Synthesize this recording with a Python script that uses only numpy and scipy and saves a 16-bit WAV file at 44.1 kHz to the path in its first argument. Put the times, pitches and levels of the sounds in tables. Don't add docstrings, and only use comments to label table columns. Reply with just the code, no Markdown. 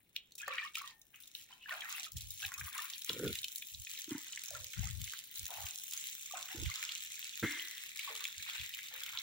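import sys
import numpy as np
from scipy import signal
from scipy.fft import rfft, irfft, next_fast_len
from scipy.io import wavfile
from scipy.ndimage import uniform_filter1d, map_coordinates

SR = 44100
rng = np.random.default_rng(int(sys.argv[2]) if len(sys.argv) > 2 else 0)


def file_out(sig):
    cols = np.atleast_2d(sig).T
    lim = np.clip(cols, -1, 1)
    pcm = np.round(lim * 32767).astype(np.int16)
    wavfile.write(sys.argv[1], SR, pcm)


N = 406602

# frequency in Hz, level in dB.
AIR_COLOUR = [(25, 2), (110, 4.5), (300, 0), (600, -8), (2000, -18.5), (15000, -41.5)]

# start in seconds,
# length in seconds, level in dB before the flutter, left over right in dB.
BUFFETS = [(2.109, 0.06, -41, 3), (2.18, 0.18, -49.5, 3), (2.414, 0.046, -47, -25), (2.556, 0.1, -52.5, 5),
           (3.204, 0.12, -48, 2), (3.365, 0.045, -61, -16), (3.709, 0.033, -52, 5),
           (3.762, 0.041, -47.5, -16), (4.483, 0.18, -55, -13), (4.747, 0.12, -36, 17),
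           (4.863, .18, -42.5, 18), (5.366, 0.07, -50.5, -18), (5.534, 0.12, -57, -6),
           (6.536, 0.14, -46.5, -7), (7.394, 0.062, -47, 3), (8.334, 0.069, -63, 16),
           (8.558, 0.067, -55, 27), (9.1, 0.055, -66, -8)]
# frequency in Hz, level in dB.
BUFFET_COLOUR = [(20, -24.5), (40, -5.5), (65, 8.5), (110, 6.5), (160, -6), (210, -17.5), (300, -32.5),
                 (600, -43)]
BUFFET_RISE_S, BUFFET_T60_S = 0.047, 0.15
FLUTTER_DB, FLUTTERS_PER_S = 3.5, 17

# start in seconds, knock level in dB, pitch in Hz, creak level in dB.
BUMPS = [(3.099, -29.5, 440, -32), (3.163, -27.5, 447, -52), (3.196, -23.5, 444, -38),
         (3.232, -17.5, 410, -36), (3.246, -23, 300, -32), (3.26, -29, 265, -46), (4.078, -30.5, 297, -54),
         (4.107, -26, 330, -50), (4.115, -18.5, 273, -43), (4.148, -21, 272, -42), (4.175, -36, 284, -60),
         (6.545, -29.5, 308, -55), (6.623, -30, 306, -81), (7.4278, -18.5, 240, -27),
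         (7.4333, -12, 308, -27), (7.4453, -23.5, 248, -25)]
# frequency in Hz, level in dB.
CREAK_COLOUR = [(500, -10.5), (800, -5.5), (1100, -4.5), (1420, 11.5), (1750, 0.5), (2100, -3),
                (3000, -14.5), (5000, -46)]
# start in seconds, rise in seconds, length in seconds, level in dB.
SLIDES = [(3.079, 0.023, 0.07, -50), (3.131, 0.13, 0.14, -34), (3.276, 0.023, 0.03, -42),
          (6.547, 0.017, 0.072, -52.5), (7.423, 0.009, 0.015, -27)]
# frequency in Hz, level in dB.
RUB_COLOUR = [(40, -33), (90, -6), (300, -1.5), (470, -7), (620, -23.5), (1000, -52), (1420, -26),
              (1900, -53), (4000, -40)]
# pitch in Hz, width in Hz, level in dB against the rub.
CASE_TONES = [(469, 48, -11.5), (1436, 84, -15)]
SLIDE_T60_S = 0.089

# start in seconds, level in dB, t60 in seconds, pitch in Hz,
# sag in octaves a second, low hum level in dB.
AFTERRINGS = [(4.109, -56.5, 0.9, 2107, .7, -55), (7.432, -39.5, 0.96, 2124, .35, -39)]
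# frequency in Hz, level in dB.
SKIRT_COLOUR = [(150, -31), (350, -23.5), (520, -28), (1000, -20), (1400, -10.5), (1750, 3), (2100, -4),
                (2400, -15), (3200, -14.5), (6000, -25.5)]
RING_WIDTH_HZ, SKIRT_DB = 140, -0.5
HUM_HZ, HUM_WIDTH_HZ, HUM_CLIMB_OCTAVES_PER_S, HUM_T60_S = 284, 53, 1, 0.39

# start in seconds, level in dB, pitch in Hz, t60 in seconds, width in Hz, glide in octaves a second.
WATER_RINGS = [(0.169, -59.5, 2870, 0.33, 990, 0.5), (0.477, -44.5, 534, 0.24, 45, -0.5),
               (0.477, -30, 820, 0.023, 190, 5), (.5, -47, 1172, 0.32, 100, -1),
               (.67, -61, 2170, .25, 70, 2), (0.83, -56, 1140, 0.39, 130, -3),
               (.84, -57, 1870, 0.47, 50.3, -0.3), (1.145, -66, 2310, 0.33, 500, 2.5),
               (1.51, -64.5, 997, 0.45, 90, 0.5), (1.609, -57, 2860, 0.33, 450, -1),
               (1.716, -51, 706, 0.56, 166, 1.5), (1.98, -58.5, 807, 0.27, 80, -3),
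               (2.425, -56.5, 782, 0.25, 80, 0), (4.508, -52.5, 614, 0.47, 100, -1),
               (4.83, -48.5, 803, 0.099, 179, 0), (5.5, -48.5, 771, 0.56, 177, 0.5),
               (5.58, -49.5, 761, 0.32, 149, -.7), (6.35, -52, 691, 0.41, 140, 0.5),
               (6.352, -47, 1080, 0.37, 110, 0), (6.50, -55.5, 827, 0.49, 140, 1),
               (6.76, -61, 1020, 0.43, 70, 0.5), (8.095, -53.5, 564, 0.21, 130, 2.5),
               (8.10, -57, 431, 0.43, 60, 0.5), (8.914, -54.5, 825, 0.081, 149, -1),
               (8.93, -64.5, 508, 0.49, 60, 0.5)]

# start in seconds, level in dB, pitch in Hz,
# life in cycles (to -60 dB), pitch glide over that life as a share.
PLOPS = [(.399, -38, 2540, 110, -0.098), (.429, -31.5, 1610, 75, 0.31), (.478, -27, 1170, 45, -0.09),
         (0.478, -26, 1800, 60, -0.016), (.503, -34, 1170, 55, 0.025), (.526, -30, 2310, 87, 0),
         (0.582, -23, 1900, 48, 0.17), (.591, -30, 2370, 100, 0.028), (.626, -35, 1740, 150, 0.3),
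         (0.646, -36.5, 1123, 70, 0.0074), (.659, -36, 1194, 58, 0.097), (.665, -43, 2200, 120, 0),
         (.772, -32.5, 1260, 45, 0.23), (.791, -43, 1350, 55, -.05), (0.813, -31.5, 1160, 42, -0.086),
         (.839, -34, 1180, 64, -0.067), (1.506, -48.5, 1000, 50, 0.034), (1.526, -45, 3090, 130, -0.017),
         (1.636, -41.5, 2930, 85, -0.061), (1.658, -32, 1670, 60, 0.13), (1.689, -36, 1120, 50, -0.19),
         (1.707, -24.5, 1850, 52, -0.095), (1.716, -32, 1530, 57, -0.21), (1.774, -40, 2650, 74, 0),
         (1.776, -30, 1640, 42, -0.026), (1.805, -34.5, 3290, 91, 0), (1.822, -36, 2550, 61, -0.038),
         (1.835, -31, 1670, 62, 0.082), (1.853, -32.5, 1860, 62, 0.043), (1.947, -32, 2550, 74, 0.33),
         (2.065, -38.5, 1315, 66, -0.17), (2.425, -32.5, 1530, 55, 0.1), (2.437, -27.5, 1570, 51, 0.26),
         (2.541, -35.5, 2490, 97, 0.056), (2.579, -38, 1226, 65, -.1), (2.679, -31.5, 1180, 30, 0),
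         (2.754, -39, 950, 40, -.04), (2.786, -27, 1180, 45, 0.24), (2.791, -28.5, 1800, 55, -0.053),
         (2.841, -32.5, 1390, 48, 0.25), (4.509, -40, 620, 45, -0.087), (4.549, -32.5, 1406, 66, -0.12),
         (4.835, -34, 2110, 58, 0), (4.868, -41, 1236, 53, .1), (5.509, -38, 820, 36, 0),
         (6.307, -45, 1176, 130, 0), (6.336, -29.5, 751, 37, -0.0099), (6.695, -36, 1180, 45, -0.015),
         (6.714, -28, 2140, 58, -0.026), (8.075, -34, 1126, 74, -0.13)]
PLOP_CLOSE_S = 0.0021

# start in seconds, length in seconds,
# level in dB, bubble pitch in Hz.
SLOSHES = [(0.385, 0.13, -55, 2080), (0.482, 0.13, -46, 1677), (0.748, 0.15, -68, 1380),
           (1.124, 0.019, -58.5, 1860), (1.487, 0.029, -62, 1036), (1.673, 0.054, -44.5, 1580),
           (1.774, 0.2, -50.5, 1647), (2.416, 0.014, -60, 1660), (2.467, 0.41, -55.5, 1593),
           (2.721, 0.088, -48, 1407), (3.07, 0.013, -49.5, 1485), (4.078, 0.081, -59, 1290),
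           (4.193, 0.33, -64, 1960), (4.52, 0.044, -54, 1490), (4.746, 0.14, -54, 2055),
           (5.106, 0.054, -63, 1605), (5.477, 0.12, -52.5, 967), (5.616, 0.053, -55, 1660),
           (5.914, 0.0072, -51, 2020), (6.334, 0.032, -46, 1750), (6.482, 0.039, -50, 1990),
           (6.641, 0.28, -55.5, 1866), (7.42, 0.19, -50.5, 2170), (8.06, 0.028, -46, 1250),
           (8.133, 0.13, -54.5, 1684), (8.447, 0.12, -48.5, 2150), (8.893, 0.207, -53.5, 2000),
           (9.114, 0.038, -49.5, 1450)]
# frequency in Hz, level in dB.
WASH_COLOUR = [(600, -25), (900, 5), (1400, 6), (2600, 7), (3800, -19)]
SLOSH_RISE_S, SLOSH_T60_S = 0.02, 0.28
SLOSH_BUBBLES_PER_S, SLOSH_WASH_DB = 700, -4

# start in seconds, spreading time in seconds,
# wet slap level in dB, slap pitch in Hz, dry crack level in dB.
DROPS = [(0.1628, 0.00075, -36, 2900, -43), (0.32, 0.0012, -55.5, 4290, -57),
         (0.3528, 0.0016, -71, 3830, -45.5), (0.3796, 0.0038, -58, 2600, -43.5),
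         (0.4067, 0.0013, -55, 2700, -58), (0.4792, 0.00099, -35.5, 1280, -42),
         (0.536, 0.0011, -42, 1840, -51), (0.5824, 0.00075, -33, 1950, -62),
         (0.598, 0.0012, -51, 1960, -61), (0.7454, 0.0023, -50, 2700, -60),
         (0.7531, 0.0015, -36, 2470, -38.5), (0.769, 0.00085, -50, 2300, -44),
         (0.783, 0.00095, -59, 3530, -41), (0.8164, 0.0014, -46, 1370, -48),
         (0.8751, 0.00076, -49, 3220, -51), (1.015, 0.0017, -68, 3700, -53.5),
         (1.142, 0.0012, -55, 2000, -72), (1.2354, 0.00095, -55, 3700, -60),
         (1.276, 0.00092, -60, 3770, -49), (1.3507, 0.00051, -41.5, 3010, -48.5),
         (1.6933, 0.00063, -46, 2920, -76), (1.7211, 0.0016, -36, 1670, -51.5),
         (1.8058, 0.0021, -56, 2800, -47), (1.819, 0.0012, -41.5, 2320, -68),
         (1.981, 0.00047, -40.5, 1940, -64), (2.0492, 0.002, -46.5, 3450, -62),
         (2.1194, 0.00049, -60, 4250, -42.5), (2.132, 0.0005, -68, 4200, -52),
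         (2.168, 0.0032, -49.5, 3340, -41), (2.1828, 0.00061, -66, 3680, -43),
         (2.209, 0.0012, -47.5, 3860, -58), (2.305, 0.0014, -49, 3780, -39.5),
         (2.4266, 0.0024, -42, 2680, -44), (2.449, 0.00091, -36, 2430, -51),
         (2.481, 0.00065, -52, 2390, -48), (2.5182, 0.0011, -41, 1420, -52),
         (2.54, 0.00052, -63, 2510, -40), (2.58, 0.0006, -64, 3020, -62), (2.61, 0.002, -39.5, 1600, -67),
         (2.644, 0.001, -63, 3000, -45), (2.671, 0.0012, -47, 1580, -60), (2.779, 0.0019, -46, 2730, -37.5),
         (2.855, 0.0006, -55, 2960, -45), (2.8993, 0.0012, -50, 3500, -41),
         (2.9349, 0.00096, -42, 3650, -61), (2.98, 0.001, -61, 2560, -42),
         (3.019, 0.0011, -44.5, 3750, -42.5), (3.046, 0.0005, -56, 3900, -38.5),
         (3.09, 0.0018, -41.5, 2920, -47), (3.094, 0.001, -31.5, 3420, -43),
         (3.131, 0.00077, -45, 3760, -39.5), (3.277, 0.0011, -39, 3400, -49),
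         (3.329, 0.00092, -51, 3150, -42), (3.354, 0.0012, -41, 2820, -39.5),
         (3.3868, 0.0015, -39, 3910, -58), (3.431, 0.00099, -43, 3630, -46.5),
         (3.4424, 0.0013, -35.5, 3000, -38.5), (3.4825, 0.00061, -48, 3100, -41),
         (3.559, 0.00048, -48, 3640, -33.5), (3.5812, 0.0011, -55, 4100, -39),
         (3.6219, 0.0015, -43, 2460, -48), (3.747, 0.0007, -44.5, 4000, -69),
         (3.8692, 0.0013, -43.5, 2480, -61), (3.9745, 0.00094, -44.5, 3800, -49),
         (4.1083, 0.00049, -48, 3300, -47), (4.181, 0.00071, -65.5, 3260, -42.5),
         (4.33, 0.0021, -44.5, 3000, -60), (4.3742, 0.0011, -39, 2020, -53),
         (4.4371, 0.00045, -52, 2280, -38.5), (4.4593, 0.00039, -59, 3380, -41),
         (4.506, 0.00037, -51, 4270, -39.5), (4.644, 0.00038, -49, 3360, -41),
         (4.735, 0.0018, -43, 2150, -54), (4.842, 0.00097, -52, 3570, -41),
         (4.91, 0.00061, -49.5, 3700, -43), (5.0153, 0.00099, -47.5, 3500, -40),
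         (5.0422, 0.00032, -47, 3840, -39), (5.0755, 0.0018, -44.5, 2160, -44.5),
         (5.135, 0.001, -41, 1610, -41.5), (5.173, 0.0007, -51, 3500, -56),
         (5.2406, 0.00029, -63, 3290, -75), (5.3562, 0.00074, -55, 3200, -41),
         (5.375, 0.00063, -49, 3900, -48), (5.394, 0.0005, -66, 3100, -35),
         (5.4547, 0.00062, -55, 2900, -38), (5.466, 0.00034, -50.5, 2420, -39),
         (5.539, 0.00076, -51.5, 3700, -41.5), (5.624, 0.0005, -64, 3200, -47.5),
         (5.6668, 0.00037, -45.5, 2650, -43), (5.7574, 0.00072, -59, 3240, -44),
         (5.9099, 0.0014, -72, 3420, -42.5), (5.921, 0.00079, -47.5, 3800, -54.5),
         (5.9349, 0.00085, -45.5, 3500, -35.5), (5.967, 0.00055, -58, 3330, -42),
         (6.086, 0.00075, -45, 3940, -52), (6.312, 0.0005, -56, 3200, -44),
         (6.427, 0.00065, -45.5, 3660, -44), (6.487, 0.00067, -46, 1880, -52),
         (6.579, 0.00044, -51, 3400, -49.5), (6.591, 0.0005, -64, 3900, -50),
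         (6.6603, 0.0004, -41.5, 2300, -49), (6.8272, 0.00068, -38, 1810, -38.5),
         (6.89, 0.0019, -37.5, 2920, -48), (6.9186, 0.00047, -41, 3480, -65),
         (6.9579, 0.00029, -43.5, 2930, -61), (7.0488, 0.0006, -52, 3490, -44),
         (7.2277, 0.0004, -45, 3000, -55), (7.2524, 0.0023, -47, 2280, -47.5),
         (7.27, 0.0007, -49, 3930, -56), (7.596, 0.00041, -39.5, 3160, -60),
         (7.684, 0.00021, -55, 3450, -43), (7.78, 0.00054, -48, 2590, -45), (7.973, 0.0005, -48, 3700, -42),
         (7.9916, 0.0019, -38.5, 2250, -38.5), (8.152, 0.0005, -45, 3780, -41),
         (8.161, 0.00065, -43, 3210, -68), (8.241, 0.00028, -42, 3100, -37),
         (8.253, 0.00046, -35, 2300, -41), (8.4978, 0.00075, -41.5, 2550, -46),
         (8.5799, 0.0009, -43, 2670, -51.5), (8.5967, 0.0007, -42.5, 3370, -57),
         (8.6134, 0.0005, -44, 2570, -46), (8.7374, 0.0024, -41.5, 3020, -48),
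         (8.788, 0.0014, -41, 2050, -46), (9.0346, 0.00076, -45.5, 3240, -38),
         (9.0624, 0.00097, -46, 2930, -43), (9.1739, 0.00053, -37.5, 3370, -60),
         (9.1866, 0.0013, -36.5, 4000, -70)]
DROP_LEVEL_S = .004

# time in seconds, spray level in dB,
# wet body level in dB, mist in dB over the spray.
STREAM = [(0, -70, -78.5, 24), (.3, -80, -76.5, 0.5), (.6, -57.5, -97, 0), (1.05, -70, -82, 10),
          (1.3, -62, -66.5, 3), (1.65, -72, -67.5, 0), (1.9, -51.5, -55.5, 3), (2.12, -65.5, -80, -3),
          (2.45, -52, -71.5, 3.5), (3.3, -50.5, -52.5, 6), (3.7, -50.5, -66, 0), (4.4, -50, -59, -10),
          (5.25, -51, -59.5, 5.5), (5.85, -46.5, -59, 5.5), (6.6, -50, -51.5, -4), (7.2, -51, -52, -7.5),
          (8.35, -55.5, -50, -5), (9.22, -55.5, -50, 3.5)]
# start in seconds,
# length in seconds, spray level in dB, wet body level in dB.
SPLASHES = [(0.146, 0.012, -63, -58), (0.373, 0.043, -48.5, -66), (0.456, 0.22, -80, -53),
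            (0.738, 0.063, -54, -49.5), (0.814, 0.1, -58.5, -57.5), (1.143, .02, -57.5, -74.5),
            (1.196, 0.043, -55.5, -71), (1.339, 0.089, -53, -64.5), (1.497, 0.025, -60, -61.5),
            (1.613, 0.085, -83, -78), (1.682, 0.094, -52, -56), (1.896, 0.17, -47.5, -52.5),
            (2.044, .012, -55, -53), (2.152, 0.1, -49, -61.5), (2.279, 0.1, -49, -65.5),
            (2.388, 0.083, -45.5, -53), (2.574, 0.0081, -35.5, -70), (2.5, 0.031, -60, -65),
            (2.642, 0.046, -47.5, -57), (2.72, 0.14, -48, -53.5), (2.884, 0.079, -74.5, -53.5),
            (3.054, 0.12, -53, -56), (3.262, 0.11, -51, -56), (3.426, 0.025, -62, -82),
            (3.882, 0.16, -52, -57.5), (4.077, 0.021, -67, -67), (4.799, 0.12, -50, -66),
            (5.031, 0.16, -49, -57.5), (5.344, 0.12, -48, -60), (5.499, 0.24, -50, -57.5),
            (5.928, 0.21, -48.5, -59.5), (6.652, 0.3, -58, -55.5), (7.231, 0.18, -70, -60.5),
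            (7.457, 0.19, -54, -64), (7.981, 0.13, -55.5, -52), (8.19, 0.059, -70, -54),
            (8.466, 0.19, -74, -54.5), (9.13, 0.073, -76, -70)]
# time in seconds, hiss in dB over splats.
BLUR = [(0, -10.5), (5.4, -10), (6.8, -4.5), (9.22, -5.5)]
# frequency in Hz, level in dB.
SPRAY_COLOUR = [(1500, -42), (3000, -9.5), (4800, -7.5), (5800, 0), (8300, 0), (11000, -16.5),
                (16000, -6.5)]
MIST_COLOUR = [(6500, -36), (9000, 1), (11000, -0.5), (16000, -1.5)]
BODY_COLOUR = [(700, -32), (1200, -9), (1700, 1), (2300, 4), (3000, -2), (3700, 0), (4800, -6.5),
               (8000, -6.5)]
SPLASH_COLOUR = [(600, -18), (900, -21), (1400, -9.5), (2000, -1), (2700, 3.5), (3500, 3), (4800, 6),
                 (8000, -15.5)]
SURGE_DB, SURGES_PER_S = 1.26, 20
SPLASH_RISE_S, SPLASH_T60_S = 0.0081, 0.1
PIPS_DB, FIZZ_DB = -9, -4.5
MIST_FLICKER_DB, MIST_FLICKERS_PER_S = -2, 33

# frequency in Hz, t60 in seconds.
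YARD_DECAY = [(300, 0.11), (2500, 0.14), (12000, 0.077)]
ECHO_DB, ECHO_RENEW_S = -7.5, .2

# frequency in Hz, level in dB.
LEFT_PORT = [(1500, -4.5), (2300, 1.5), (3800, 2), (5000, -5), (6500, 0), (7500, -2), (8800, -8),
             (9500, 0.5), (11300, 0.5), (12500, -0.5), (14000, -1), (15200, 3.5), (15650, 7)]
RIGHT_PORT = [(1500, -3), (2300, -2), (3800, 4.5), (4600, -2.5), (5400, -.5), (7400, 4.5), (9000, -14.5),
              (10300, -26), (11300, -5), (12200, -14), (13300, -10), (14600, -4.5), (15600, -2.5)]
# time in seconds, centre in Hz,
# depth in dB.
DIP = [(0, 12200, 4), (3.3, 13100, 2.5), (4.2, 11100, 0.5), (5.3, 11600, 10), (6.3, 11500, 7.5),
       (7, 12400, 3.5), (9.2, 11200, 6)]
DIP_WIDTH_HZ = 1360
TOP_HZ = 15800


def amp(db):
    return 10 ** (np.asarray(db) / 20)


def unit(x):
    return x / np.sqrt(np.mean(x ** 2) + 1e-20)


def along(points, hz):
    f, v = np.transpose(points)
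    return np.interp(np.log(hz + 1), np.log(f + 1), v)


def curves(rows):
    s, *cols = np.transpose(rows)
    return [np.interp(np.arange(N) / SR, s, c) for c in cols]


def filtered(x, response):
    m = next_fast_len(N + SR // 2)
    gain = response(np.fft.rfftfreq(m, 1 / SR))
    return irfft(rfft(x, m) * gain, m)[..., :N]


def coloured(x, points):
    return unit(filtered(x, lambda hz: amp(along(points, hz))))


def band(x, lo_hz, hi_hz):
    edges = [lo_hz, min(hi_hz, SR / 2 - 1)]
    return signal.sosfilt(signal.butter(4, edges, "bandpass", fs=SR, output="sos"), x)


def steady(x, span):
    power = np.mean(x ** 2, axis=0)
    for _ in range(2):
        power = np.abs(uniform_filter1d(power, int(span * SR) + 1))
    return x / np.sqrt(power + 1e-4 * power.mean())


def wobble(rate):
    knots = rng.standard_normal(int(N * rate / SR) + 4)
    return map_coordinates(knots, [np.arange(N) * rate / SR])


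def swell(start, length, rise, t60):
    level = np.zeros(N)
    at = np.arange(max(int(start * SR), 0), min(int((start + length + 2 * t60) * SR), N))
    age = at / SR - start
    level[at] = np.clip(age / rise, 0, 1) ** 2 * amp(-60 * np.maximum(age - length, 0) / t60)
    return level


def murmur(hz, width_hz):
    lead = SR // 10
    noise = rng.standard_normal((2, len(hz) + lead))
    lowpass = signal.butter(2, np.clip(width_hz / 2, 2, SR / 4), fs=SR, output="sos")
    a, b = signal.sosfilt(lowpass, noise)[:, lead:]
    phase = 2 * np.pi * np.cumsum(hz) / SR
    return unit(a * np.cos(phase) + b * np.sin(phase))


def place(times, waves, lag_s, scatter_s):
    lag = lag_s + scatter_s * rng.standard_normal(len(times))
    pair = []
    port_waves = np.broadcast_to(waves, (2, *waves.shape[-2:]))
    for start, wave in zip((times - lag / 2, times + lag / 2), port_waves):
        first = np.round(np.abs(start) * SR).astype(int)
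        index = first[:, None] + np.arange(wave.shape[1])
        pair.append(np.bincount(index.ravel(), wave.ravel(), N)[:N])
    return np.array(pair)


def drifting(x, depth_db):
    z = signal.stft(x, nperseg=256)[2]
    patch = np.outer(np.hanning(14), np.hanning(400))
    field = signal.fftconvolve(rng.standard_normal(z.shape), patch[None], "same")
    return signal.istft(z * amp(depth_db * unit(field)), nperseg=256)[1][:, :N]


def bubbles(hz, cycles, rise, t):
    turns = hz[:, None] * t
    age = np.minimum(turns / cycles, 2)
    tone = np.sin(2 * np.pi * turns * (1 + rise * age / 2))
    onset = 1 - np.exp(-turns ** 2 / 2)
    return tone * np.exp(-np.log(1000) * age) * onset


def froth(rate, hz, octaves, cycles, spread_db):
    count, t = int(rate * N / SR), np.arange(SR // 70) / SR
    pitch, size = rng.standard_normal(count), rng.standard_normal((count, 1))
    when = rng.uniform(0, N / SR, count)
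    waves = bubbles(np.minimum(hz * 2 ** (octaves * pitch), TOP_HZ), cycles, rise=0.23, t=t)
    waves = waves * amp(spread_db * np.clip(size, -2, 2))
    return unit(place(when, waves, lag_s=.00008, scatter_s=.0001))


def splats(rate, t60, spread_db, apart):
    count, t = int(rate * N / SR), np.arange(SR // 210) / SR
    size = amp(spread_db * np.minimum(rng.exponential(size=(count, 1)), 3.8))
    shared = rng.standard_normal((count, len(t)))
    puffs = shared + apart * rng.standard_normal((2, count, len(t)))
    tint = rng.uniform(-.8, .8, (count, 1))
    puffs = puffs + tint * np.roll(puffs, 3, axis=-1)
    shape = t / t60 * amp(-60 * t / t60)
    when = rng.uniform(0, N / SR, count)
    return unit(place(when, size * puffs * shape, lag_s=.00022, scatter_s=.000012))


def still_air():
    return amp(-75.0) * coloured(rng.standard_normal(N) + 0.49 * rng.standard_normal((2, N)), AIR_COLOUR)


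def buffeting():
    force = np.zeros((2, N))
    for s, length, db, side_db in BUFFETS:
        balance = unit(amp([[side_db / 2], [-side_db / 2]]))
        force += amp(db) * balance * swell(s, length, BUFFET_RISE_S, BUFFET_T60_S)
    rumble = coloured(rng.standard_normal((2, N)) + 0.28 * rng.standard_normal(N), BUFFET_COLOUR)
    rumble = np.array([steady(port[None], span=0.057)[0] for port in rumble])
    flutter = amp(FLUTTER_DB * wobble(FLUTTERS_PER_S))
    return force * flutter * rumble


def handling():
    s, db, hz, creak_db = np.transpose(BUMPS)
    t = np.arange(SR // 10) / SR
    push = amp(db - db.max())[:, None] * bubbles(np.full(len(s), 125.0), cycles=4.85, rise=0, t=t)
    knock = bubbles(hz, cycles=12.2, rise=0.23, t=t)
    knocks = place(s, amp(db)[:, None] * (knock + 1.1 * push), lag_s=0, scatter_s=0)
    slip = amp(creak_db[:, None] - 60 * t / 0.045) * rng.standard_normal((len(s), len(t)))
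    slips = place(s, slip, lag_s=0, scatter_s=0)
    case = knocks + filtered(slips, lambda f: amp(along(CREAK_COLOUR, f)))
    force = sum(amp(db) * swell(s, length, rise, SLIDE_T60_S) for s, rise, length, db in SLIDES)
    song = sum(amp(db) * steady(murmur(np.full(N, hz), width_hz)[None], span=.015)
               for hz, width_hz, db in CASE_TONES)
    rub = steady(coloured(rng.standard_normal((1, N)), RUB_COLOUR), span=0.011)
    return case + force * (song + rub)


def afterring():
    t, out = np.arange(SR) / SR, np.zeros((2, N))
    skirt = coloured(rng.standard_normal(N) + 0.37 * rng.standard_normal((2, N)), SKIRT_COLOUR)
    for s, db, t60, hz, sag, hum_db in AFTERRINGS:
        at = slice(int(s * SR), int(s * SR) + len(t))
        ring = steady(murmur(hz * 2 ** (-sag * t), RING_WIDTH_HZ)[None], span=0.018)
        ring = ring + amp(SKIRT_DB) * skirt[:, at]
        hum_pitch = HUM_HZ * 2 ** (HUM_CLIMB_OCTAVES_PER_S * t)
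        hum = steady(murmur(hum_pitch, HUM_WIDTH_HZ)[None], span=.03)
        out[:, at] += ring * amp(db - 60 * t / t60) + hum * amp(hum_db - 60 * t / HUM_T60_S)
    return out


def water_rings():
    t = np.arange(SR // 3) / SR
    rings = []
    for _, db, hz, t60, width_hz, glide in WATER_RINGS:
        ring = steady(murmur(hz * 2 ** (glide * t), width_hz)[None], span=0.016)[0]
        rings.append(ring * amp(db - 60 * t / t60))
    onset = 1 - np.exp(-t / 0.0028)
    return place(np.transpose(WATER_RINGS)[0], np.array(rings) * onset, lag_s=.00005, scatter_s=.00005)


def plops():
    s, db, hz, cycles, glide = np.transpose(PLOPS)
    t = np.arange(SR // 8) / SR
    wave = bubbles(hz, cycles[:, None], glide[:, None], t) * (1 - np.exp(-t / PLOP_CLOSE_S))
    return place(s, amp(db)[:, None] * wave, lag_s=.00008, scatter_s=.00006)


def slosh():
    power, weighted_hz = np.zeros(N), np.zeros(N)
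    for s, length, db, bubble_hz in SLOSHES:
        stir = (amp(db) * swell(s, length, SLOSH_RISE_S, SLOSH_T60_S)) ** 2
        power = power + stir
        weighted_hz = weighted_hz + stir * bubble_hz
    pitch_hz = weighted_hz / (power + 1e-30)
    count, t = int(SLOSH_BUBBLES_PER_S * N / SR), np.arange(SR // 25) / SR
    at = rng.integers(0, N, count)
    hz = pitch_hz[at] * np.exp(rng.uniform(-.42, .5, count))
    chirp = rng.uniform(-.08, .25, (count, 1))
    size = amp(5.5 * np.clip(rng.standard_normal((count, 1)), -2, 2))
    waves = size * bubbles(hz, cycles=58, rise=chirp, t=t)
    cloud = place(at / SR, waves, lag_s=.00002, scatter_s=.00014)
    wash = coloured(splats(rate=1200, t60=0.0044, spread_db=8.5, apart=1.0), WASH_COLOUR)
    return np.sqrt(power) * steady(unit(cloud) + amp(SLOSH_WASH_DB) * wash, span=0.12)


def even(waves):
    return waves * np.sqrt(DROP_LEVEL_S * SR / np.sum(waves ** 2, axis=1, keepdims=True))


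def drops():
    s, spread_s, slap_db, hz, crack_db = np.transpose(DROPS)
    t = np.arange(SR // 25) / SR
    age = t / np.maximum(spread_s, .0002)[:, None]
    film = age * np.exp(-age)
    burst = film * rng.standard_normal(film.shape)
    smack = np.array([band(b, f / 1.38, f * 1.505) for b, f in zip(burst, hz)])
    ring = film * np.sin(2 * np.pi * hz[:, None] * t)
    slap = even(even(smack) + 0.91 * even(ring))
    crack = even(band(burst, 4600, 16000))
    waves = amp(slap_db)[:, None] * slap + amp(crack_db)[:, None] * crack
    return place(s, waves, lag_s=.00003, scatter_s=.00004)


def stream():
    spray_db, body_db, mist_db = curves(STREAM)
    surge_db = SURGE_DB * wobble(SURGES_PER_S)
    spray_power, splash_power = amp(spray_db + surge_db) ** 2, np.zeros(N)
    for s, length, splash_spray_db, splash_body_db in SPLASHES:
        flow = swell(s, length, SPLASH_RISE_S, SPLASH_T60_S) ** 2
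        spray_power = spray_power + flow * amp(splash_spray_db) ** 2
        splash_power = splash_power + flow * amp(splash_body_db) ** 2

    heavy = splats(rate=480, t60=.004, spread_db=5.4, apart=.45)
    fine = splats(rate=480, t60=.0035, spread_db=6, apart=.35)
    fizz = splats(rate=2500, t60=.005, spread_db=1.5, apart=.3)
    pips = froth(rate=600, hz=3700, octaves=.6, cycles=26, spread_db=4)
    foam = froth(rate=1000, hz=2300, octaves=.65, cycles=28, spread_db=5)

    blur = amp(curves(BLUR)[0])
    mist = coloured((fine + .7 * heavy + blur * fizz) / np.hypot(1.2, blur), MIST_COLOUR)
    mist_db = mist_db + MIST_FLICKER_DB * wobble(MIST_FLICKERS_PER_S)
    spray = coloured((heavy + blur * fizz + .35 * pips) / np.hypot(1, blur), SPRAY_COLOUR)
    spray = steady(drifting(spray + amp(mist_db) * mist, depth_db=1.6), span=.09)
    body = coloured(heavy + amp(FIZZ_DB) * fizz + amp(PIPS_DB) * pips, BODY_COLOUR)
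    body = steady(body, span=.09)
    splash = steady(coloured(foam + .55 * heavy + .3 * fizz, SPLASH_COLOUR), span=.05)
    return np.sqrt(spray_power) * spray + amp(body_db + surge_db) * body + np.sqrt(splash_power) * splash


def yard(x):
    hop = int(ECHO_RENEW_S * SR)
    padded = np.pad(x, ((0, 0), (hop, 2 * hop)))
    out = np.zeros((2, N + 2 * SR))
    window = np.sqrt(np.hanning(2 * hop))
    for start in range(0, N + hop, hop):
        hz, t, z = signal.stft(rng.standard_normal((2, SR // 4)), SR, nperseg=256)
        decay = amp(-60 * t / along(YARD_DECAY, hz)[:, None])
        tail = signal.istft(z * decay, SR, nperseg=256)[1]
        piece = padded[:, start:start + 2 * hop] * window
        answer = signal.fftconvolve(piece, tail / np.linalg.norm(tail[0]), axes=1)
        out[:, start:start + answer.shape[1]] += answer
    return out[:, hop:hop + N]


def scene():
    water = stream() + slosh() + water_rings() + drops() + plops()
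    echo = amp(ECHO_DB) * yard(water)
    return water + echo + handling() + afterring() + buffeting() + still_air()


def dipped(x):
    hz, s, z = signal.stft(x, SR, nperseg=256)
    at, centre_hz, depth_db = np.transpose(DIP)
    notch = np.exp(-((hz[:, None] - np.interp(s, at, centre_hz)) / DIP_WIDTH_HZ) ** 2)
    return signal.istft(z * amp(-np.interp(s, at, depth_db) * notch), SR, nperseg=256)[1][:N]


def record(dry):
    ports = np.array([dipped(dry[0]), dry[1]])
    return filtered(ports, lambda hz: amp([along(LEFT_PORT, hz), along(RIGHT_PORT, hz)]) * (hz < TOP_HZ))


dry = scene()
out = record(dry)
file_out(out)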